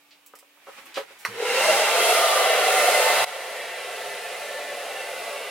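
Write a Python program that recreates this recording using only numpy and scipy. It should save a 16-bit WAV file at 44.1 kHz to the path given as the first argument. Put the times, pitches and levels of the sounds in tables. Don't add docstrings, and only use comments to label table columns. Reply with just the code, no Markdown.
import sys
import numpy as np
from scipy import signal
from scipy.fft import rfft, irfft, next_fast_len
from scipy.io import wavfile
from scipy.ndimage import uniform_filter1d, map_coordinates

SR = 44100
rng = np.random.default_rng(int(sys.argv[2]) if len(sys.argv) > 2 else 0)


def pcm_store(signal):
    levels = np.round(np.clip(np.atleast_2d(signal), -1, 1) * 32767)
    wavfile.write(sys.argv[1], SR, levels.astype(np.int16).T)


N = 242550

# [f/Hz, density/dB per Hz]
AIR_SPECTRUM = [(24, -68), (60, -56), (100, -31), (200, -25), (330, -16), (450, -16), (600, -12),
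                (1200, -14), (2000, -15), (2300, -9), (2700, -11), (5400, -20.5), (16000, -22.5)]
# [t/s, level/dB]
DRONE_LEVEL = [(0, -70), (0.55, -71), (0.64, -74), (.72, -95)]
# [t/s, level/dB]
RUB_LEVEL = [(0, -74), (.5, -68.5), (.6, -62), (.66, -56.5), (.68, -51.5), (.72, -50), (.76, -50),
             (.79, -47), (.84, -51.5), (.865, -48.5), (.91, -52.5), (.941, -52), (.947, -50), (.975, -36.5),
             (1.06, -55), (1.1, -52), (1.115, -50), (1.17, -53.5), (1.24, -51), (1.3, -43)]
# [f/Hz, density/dB per Hz]
RUB_SPECTRUM = [(59, -75), (100, -38), (257, -0.5), (705, 1), (768, 4), (896, 5), (1060, 2.5), (2420, 6.5),
                (6000, -8.5), (7800, -45), (13200, -120)]
SWISH_SPECTRUM = [(2650, -12.5), (4500, -15), (6520, -4), (8460, -4.5), (11000, -6), (16000, -12)]
# [t/s, peak level/dB, favoured f/Hz, free ringing/0-1]
KNOCKS = [(.337, -32.5, 1020, 0.27), (.341, -38, 1110, 0.17), (0.3584, -47, 1400, .3),
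          (.426, -45, 1020, 0.5), (.574, -49.5, 1130, 0.4), (.602, -53, 1200, 0.5), (.6695, -36, 940, 0.8),
          (.684, -33, 845, .8), (0.696, -39, 1200, 0.7), (0.6722, -39, 1600, 0.4), (0.778, -47, 950, 1),
          (0.858, -45, 1500, 0.6), (.877, -52, 800, 0.4), (0.971, -20, 720, 1), (0.9747, -21, 1310, 0.5),
          (0.9829, -22, 750, 0.4), (0.994, -30, 800, 0.97), (1.106, -41.5, 740, 0.6),
          (1.2503, -26, 745, .12)]
# [f/Hz, level/dB, t60/s]
CASING_MODES = [(260, -14, .1), (450, 0, .11), (545, 0, .11), (790, -8, .05), (980, -6, .045),
                (1130, -7, .05), (1260, -4, .05), (1480, -10, .04), (1780, -9, .035), (2200, -9, .03),
                (2900, -13, .03)]
# [t/s, level/dB, centre f/Hz, width/octaves, decay/s]
TICKS = [(0.108, -51.5, 2980, 0.69, .0092), (.125, -58, 3000, 0.57, 0.015),
         (0.2627, -41, 10000, 1.4, 0.0025), (.354, -43.5, 10000, 4.1, 0.0031),
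         (.3887, -42, 10000, 2, 0.0022), (.786, -50, 1500, .8, .003), (.8564, -48, 10800, 0.47, .004),
         (.857, -50, 2490, 0.36, .005), (.879, -54, 2200, 0.65, .003), (.923, -46, 2400, 0.36, .003),
         (0.943, -38, 3000, 0.94, 0.0045), (0.958, -33, 2780, 0.72, 0.0059),
         (0.971, -33, 2370, 0.61, 0.0089), (1.187, -53, 9000, 1.2, 0.052), (1.216, -56, 2000, .6, .003),
         (1.25, -28.5, 5200, 0.88, 0.0028)]
# [delay/s, level/dB relative to the switch, favoured f/Hz]
SNAPS = [(.0012, 0, 2200), (.0038, -13, 1500), (.0064, -7, 1550), (.0098, -12, 1550), (.0119, -9, 1450),
         (.0168, -12, 1550)]
# [f/Hz, level/dB, t60/s]
ROCKER_MODES = [(1150, -3, .007), (1620, -6, .0055), (2020, 0, .0045), (2350, -6, .004), (3200, -12, .004)]
# [f/Hz, t60/s]
TILE_DECAY = [(200, 0.13), (1500, 0.17), (6000, 0.15), (15000, 0.11)]
# [peak t/s, f/Hz, peak level/dB, rise/s, t60/s]
GROANS = [(1.29, 115, -50.5, 0.022, 0.34), (1.29, 198, -47, 0.023, 0.22), (1.72, 196.4, -49.5, 0.37, 0.71),
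          (3.22, 118, -52, 0.11, 0.47)]
# [from t/s, to t/s, f/Hz, level/dB before the volume step]
WHINES = [(3.1, 5.2, 1768, -36), (3.3, 5.6, 2005, -33), (3.9, 4.8, 2190, -42), (4.85, 5.577, 2685, -42)]
# [f/Hz, density/dB per Hz]
ROAR_SPECTRUM = [(15, -80), (25, -58), (69, -54.5), (200, -32), (314, -23), (428, -5.5), (515, -4),
                 (620, -3.5), (900, -2), (1000, -16), (1300, -48), (2200, -120)]
BARREL_SPECTRUM = [(560, -47), (950, -6), (1170, -7), (1680, -4.5), (2020, -5), (2470, -4), (2700, -4.5),
                   (3090, -7.5), (4800, -17.5), (6240, -26), (10600, -120)]
JET_SPECTRUM = [(2650, -31.5), (4500, -1), (6090, -3), (10300, -3), (11600, -7.5), (15100, -13),
                (16000, -12)]
# [f/Hz, width/Hz, lift/dB]
SWUNG_MODES = [(200, 10, 3), (505, 230, 0.5), (710, 24, 6.5), (797, 37, 12), (1020, 62, 5.5), (1363, 43, 8),
               (1790, 200, -0.5), (2065, 110, 9), (2450, 61, -4), (2760, 120, 6.5), (3940, 160, 6.5),
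               (5640, 6800, 4.5)]
OVERHEAD_MODES = [(266, 114, -10), (505, 26, 6.5), (548, 26, -3.5), (604, 26, 5), (893, 30, 9.5),
                  (1062, 48, 3), (1189, 87, 7), (1363, 51, 8.5), (1520, 11, 9), (1670, 50, -6),
                  (1812, 19, 7), (1980, 23, 5), (2053, 19, 12), (2420, 74, -8), (2540, 94, -4.5),
                  (2653, 50, 7), (2790, 140, 0), (3330, 190, 3), (3600, 50, 6), (3880, 190, 6.5),
                  (4170, 130, 5.5)]
HELD_MODES = [(115, 48, 11.5), (199, 160, 5.5), (412, 12, 5), (529, 49, 8), (557.4, 20.4, -12.5),
              (576.4, 23, 10), (750, 10, -5), (884, 54, 10.5), (927, 83, -7.5), (1111, 22, 6),
              (1388, 44, 7.5), (1407, 30, -7.5), (1670, 57, 4.5), (1703, 58, -12), (2005, 64, 7.5),
              (2070, 45, 3.5), (2190, 32, 1.5), (2216, 31, 6), (2240, 55, -2), (2270, 53, -2),
              (2510, 56, -5), (2720, 150, 3), (2900, 46, 4), (2960, 110, -2.5), (3380, 70, 3),
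              (3940, 440, 3.5)]
# [f/Hz, likeness]
ALIKE_HAND = [(60, 1), (300, 1), (950, 0.78), (3770, 0.064), (15000, 0.043)]
ALIKE_SWUNG = [(60, 1), (290, 1), (640, 0.94), (1700, 0.85), (3100, 0.66), (4600, -0.52), (7000, 0.2),
               (9500, -0.0057), (13500, -0.17), (15500, 0.1)]
ALIKE_OVERHEAD = [(60, 1), (290, 1), (640, 0.97), (1700, 0.63), (3100, 0.55), (5500, -0.36), (7200, -0.43),
                  (10000, 0.54), (13500, 0.18), (15500, -.1)]
ALIKE_HELD = [(60, 1), (290, 1), (640, 0.93), (1410, 0.75), (2200, 0.92), (3400, 0.85), (5500, 0.2),
              (9000, 0.68), (13000, .58), (15500, 0.3)]
# [t/s, place, whirl f/Hz, whirl lift/dB, shelf level above the whirl/dB]
WAY = [(1.3, 0.066, 462, 5.5, -22), (1.575, 0.077, 504, 8, -9.5), (1.62, 0.27, 630, 3, -6.5),
       (1.87, 0.33, 626, 3.5, -7), (2.05, 0.91, 720, 5.5, -13.5), (2.3, 0.99, 764, 6.5, -9.5),
       (2.65, 1.29, 760, 10.5, -23), (3.05, 1.19, 721, 10.5, -2), (3.6, 1.86, 707, 8.5, -7),
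       (5.5, 1.98, 717, 6.5, -7)]
# [from t/s, to t/s, from f/Hz, to f/Hz, width/Hz, lift/dB]
PASSING = [(1.23, 1.63, 435, 524, 93, 3), (1.54, 1.3, 830, 890, 53, 3.5), (1.654, 1.75, 580, 690, 29, 15),
           (1.66, 1.77, 520, 550, 21, 10), (1.81, 1.87, 1880, 2020, 62, 12), (2.03, 2.6, 668, 650, 32, 8.5),
           (2.13, 2.46, 1250, 1170, 43, 9.5), (2.1, 2.3, 2700, 1700, 60, 7), (1.9, 4.5, 830, 510, 13, -1),
           (2.87, 3.12, 580, 600, 17, 7.5), (2.9, 2.4, 880, 930, 13, -1), (3.25, 3.8, 2000, 1770, 36, 6),
           (3.95, 5.2, 1762, 1755, 31, 12.5), (2.73, 3.15, 2060, 2050, 27, 6),
           (4.2, 3.2, 2800, 2300, 50, -1.5), (4.8, 5, 2000, 1980, 19, 2), (5.2, 3.7, 1960, 1955, 18, -5),
           (3.5, 4, 2200, 1500, 27, 7), (3.4, 4.7, 2660, 2400, 31, 6), (4.64, 4.2, 2640, 2690, 35, 9),
           (4.9, 5.6, 2720, 2745, 35, 8.5), (5.2, 5.6, 1200, 1600, 25, 5.5)]
# [f/Hz, left minus right/dB]
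LEAN = [(300, 0.5), (1000, -1), (5000, -.5), (9000, -1), (15000, -3)]

DRONE_HZ, AIR_DB = 290, -61.5
SWISH_DB = -9
CONTACT_S = 0.000059
CASING_FAVOUR_DB, SNAP_FAVOUR_DB = 14.5, 30
SWITCH_S, SWITCH_DB = 1.249, -12
WHINE_FADE_S, WHINE_WANDER_HZ = 0.29, 5.9
RUN_UP_S = 0.17
ROAR_DB, BARREL_DB = -22.5, -23.5
JET_DB = (-31.5, -29, -31.5)
ROAR_POWER, BARREL_POWER, JET_POWER = 2.6, 3.9, 5.2
GULP_DB, GULPS_PER_S = 10, 27.9
PASS_FADE_S = 0.054
LAG_US = (-46, -70, -8)
LAG_TOP_HZ = 1500
DROP_S, DROP_DB, FALL_S = 3.244, -13.5, 0.01
UNDER_DB, SETTLE_S = -6, 0.02
TOP_HZ = 15930


def amp(db):
    return 10 ** (np.asarray(db) / 20)


def unit(x):
    return x / np.sqrt(np.mean(x ** 2) + 1e-20)


def along(points, hz):
    f, v = np.transpose(points)
    return np.interp(np.log(hz + 1), np.log(f + 1), v)


def curves(rows):
    s, *cols = np.transpose(rows)
    return [np.interp(np.arange(N) / SR, s, c) for c in cols]


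def wobble(rate):
    knots = rng.standard_normal(int(N * rate / SR) + 4)
    return map_coordinates(knots, [np.arange(N) * rate / SR])


def filtered(x, response):
    m = next_fast_len(x.shape[-1] + 8192)
    spectrum = rfft(x, m) * response(np.fft.rfftfreq(m, 1 / SR))
    return irfft(spectrum, m)[..., :x.shape[-1]]


def add(out, s, x):
    start = round(s * SR)
    out[:, start:start + x.shape[1]] += x


def fade(t, a, b, fade_s):
    return np.clip(np.minimum(t - a, b - t) / fade_s, 0, 1)


def rush(spectrum, alike, patchy_db, modes=(), lag_us=0):
    z = signal.stft(rng.standard_normal((2, N)), nperseg=2048)[2]
    field = uniform_filter1d(rng.standard_normal(z.shape[1:]), size=2, axis=0)
    field = uniform_filter1d(field, size=12, axis=1)
    pair = signal.istft(z * amp(patchy_db * unit(field)), nperseg=2048)[1][:, :N]

    def mid_side(hz):
        angle = np.arccos(np.clip(along(alike, hz), -1, 1)) / 2
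        lift_db = sum(db / (1 + (2 * (hz - c) / w) ** 2) for c, w, db in modes)
        return amp(along(spectrum, hz) + lift_db) * [np.cos(angle), np.sin(angle)]

    def port_lag(hz):
        phase = np.pi * hz * lag_us * 1e-6 / (1 + (hz / LAG_TOP_HZ) ** 2)
        return np.exp(-1j * phase * np.array([[1], [-1]]))

    mid, side = filtered(pair, mid_side)
    both = filtered(np.array([mid + side, mid - side]), port_lag)
    return both / np.sqrt(np.mean(both.mean(0) ** 2))


def ring(modes, favour_hz, favour_db, t, free):
    scatter_db = rng.normal(0, 1.2, len(modes))
    total = 0
    for (hz, db, t60), luck in zip(modes, scatter_db):
        strength_db = db + luck - favour_db * np.log2(hz / favour_hz) ** 2
        total = total + amp(strength_db - 60 * t / (t60 * free)) * np.sin(2 * np.pi * hz * t)
    return total


def room(hit, wet_db):
    hz, t, z = signal.stft(rng.standard_normal((2, SR // 3)), SR, nperseg=256)
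    decay = amp(-60 * t / along(TILE_DECAY, hz)[:, None])
    tail = signal.istft(z * decay, SR, nperseg=256)[1][:, :SR // 4]
    tail = (tail + 0.25 * tail[::-1]) / np.linalg.norm(tail[0])
    late = np.pad(hit, (130, 0))
    wet = signal.fftconvolve(late[None], tail, axes=1)
    return amp(wet_db) * wet + np.pad(hit, (0, wet.shape[1] - len(hit)))


def floor():
    drone = amp(curves(DRONE_LEVEL)[0]) * np.sin(2 * np.pi * DRONE_HZ * np.arange(N) / SR)
    return amp(AIR_DB) * rush(AIR_SPECTRUM, ALIKE_HAND, patchy_db=2.5) + drone


def rustle():
    rub_db, = curves(RUB_LEVEL)
    rub_gain = amp(rub_db + 1.2 * wobble(62))
    swish_gain = amp(rub_db + SWISH_DB + 0.6 * wobble(29.0))
    rub = rub_gain * rush(RUB_SPECTRUM, ALIKE_HAND, patchy_db=3.0)
    return rub + swish_gain * rush(SWISH_SPECTRUM, ALIKE_HAND, patchy_db=1.5)


def knocks(out, t):
    for s, db, favour_hz, free in KNOCKS:
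        chatter = 1 + 0.4 * rng.standard_normal(len(t))
        contact = chatter * t * np.exp(-t / CONTACT_S)
        modes = ring(CASING_MODES, favour_hz, CASING_FAVOUR_DB, t, np.clip(free, .05, 1))
        onset = 1 - np.exp(-t / 0.00068)
        body = signal.fftconvolve(contact, modes * onset)[:len(t)]
        add(out, s, room(amp(db) * body / abs(body).max(), wet_db=-4.5))


def ticks(out, t):
    for s, db, hz, octaves, decay_s in TICKS:
        band = lambda f: np.exp(-.5 * (np.log2((f + 1) / hz) / octaves) ** 2)
        noise = unit(filtered(rng.standard_normal(len(t)), band))
        puff = noise * np.exp(-t / max(decay_s, 2e-4))
        add(out, s, room(amp(db) * puff, wet_db=3))


def switch(out, t):
    onset = 1 - np.exp(-(t / .0017) ** 2)
    for delay, db, favour_hz in SNAPS:
        snap = ring(ROCKER_MODES, favour_hz, SNAP_FAVOUR_DB, t, 1) * onset
        add(out, SWITCH_S + delay, room(amp(SWITCH_DB + db) * snap / abs(snap).max(), wet_db=-7))


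def handling():
    out, t = np.zeros((2, N)), np.arange(SR // 5) / SR
    knocks(out, t)
    ticks(out, t)
    switch(out, t)
    thin_hz = 220
    return filtered(out, lambda hz: (1j * hz / (thin_hz + 1j * hz)) ** 3)


def motor():
    t = np.arange(N) / SR
    total = np.zeros(N)
    for s, hz, db, rise, t60 in GROANS:
        swell = np.clip(1 + (t - s) / rise, 0, 1) ** 2
        decay = amp(-60 * np.clip(t - s, 0, None) / t60)
        total += amp(db + 1.3 * wobble(6.9)) * swell * decay * np.sin(2 * np.pi * hz * t)
    return total


def whine():
    t = np.arange(N) / SR
    total = np.zeros(N)
    for a, b, hz, db in WHINES:
        gain = amp(db + 2.8 * wobble(9.1)) * fade(t, a, b, WHINE_FADE_S)
        cycles = np.cumsum(hz + WHINE_WANDER_HZ * wobble(7.1)) / SR
        total += gain * np.sin(2 * np.pi * cycles)
    return total


def passing(x):
    hz, t, z = signal.stft(x, SR, nperseg=4096, noverlap=3072)
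    lift_db = 0
    for a, b, from_hz, to_hz, width_hz, db in PASSING:
        centre_hz = np.interp(t, [a, b], [from_hz, to_hz])
        bell = 1 / (1 + (2 * (hz[:, None] - centre_hz) / width_hz) ** 2)
        lift_db = lift_db + db * fade(t, a, b, PASS_FADE_S) * bell
    return signal.istft(z * amp(lift_db), SR, nperseg=4096, noverlap=3072)[1][:, :N]


def whirl(x, centre_hz, lift_db, shelf_db, width_hz):
    hz, t, z = signal.stft(x, SR, nperseg=2048)
    centre_hz, lift_db, shelf_db = (np.interp(t, np.arange(N) / SR, c)
                                    for c in (centre_hz, lift_db, shelf_db))
    off = (hz[:, None] - centre_hz) / width_hz
    bell_db = lift_db / (1 + (2 * off) ** 2)
    upper_db = shelf_db / (1 + np.exp(np.clip(3 - 3 * off, -30, 30)))
    gain = amp(bell_db + upper_db)
    power = np.mean(abs(z) ** 2, axis=(0, 2))[:, None]
    level = np.sqrt(power.sum() / (power * gain ** 2).sum(0))
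    return signal.istft(z * gain * level, SR, nperseg=2048)[1][:, :N]


def dryer():
    t = np.arange(N) / SR
    speed = np.tanh(np.clip(t - SWITCH_S, 0, None) / RUN_UP_S)
    place, whirl_hz, whirl_db, shelf_db = curves(WAY)
    place = np.clip(place, 0, 2)
    places = list(zip((SWUNG_MODES, OVERHEAD_MODES, HELD_MODES),
                      (ALIKE_SWUNG, ALIKE_OVERHEAD, ALIKE_HELD), LAG_US))

    def placed(spectrum, patchy_db):
        total = 0
        for k, (modes, alike, lag_us) in enumerate(places):
            share = np.sqrt(np.clip(1 - abs(place - k), 0, 1))
            total = total + share * rush(spectrum, alike, patchy_db, modes, lag_us)
        return total

    roar = whirl(passing(placed(ROAR_SPECTRUM, patchy_db=2.36)), whirl_hz, whirl_db, shelf_db, width_hz=50)
    barrel = passing(placed(BARREL_SPECTRUM, patchy_db=3.0))
    jet = placed(JET_SPECTRUM, patchy_db=2.3)

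    flutter = wobble(5.81)
    surge_db = GULP_DB * (1 - speed) * wobble(GULPS_PER_S)
    jet_db = np.interp(place, range(len(places)), JET_DB)
    roar_gain = amp(ROAR_DB + surge_db + 0.5 * flutter) * speed ** ROAR_POWER
    barrel_gain = amp(BARREL_DB + 0.16 * flutter) * speed ** BARREL_POWER
    jet_gain = amp(jet_db + 0.85 * flutter + 0.29 * wobble(8.92)) * speed ** JET_POWER
    return roar_gain * roar + barrel_gain * barrel + jet_gain * jet


def volume():
    bottom_s = DROP_S + FALL_S
    times = [DROP_S, bottom_s, bottom_s + SETTLE_S]
    return amp(np.interp(np.arange(N) / SR, times, [0, DROP_DB + UNDER_DB, DROP_DB]))


def scene():
    near_shelf = floor() + rustle() + handling()
    return amp([[-.6], [.6]]) * near_shelf + motor() + whine() + dryer()


def record(dry):
    leaned = filtered(dry, lambda hz: amp(along(LEAN, hz) * [[.5], [-.5]]))
    rounded = leaned / (1 + abs(leaned / .62) ** 4) ** (1 / 4)
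    return filtered(rounded * volume(), lambda hz: hz < TOP_HZ)


dry = scene()
out = record(dry)
pcm_store(out)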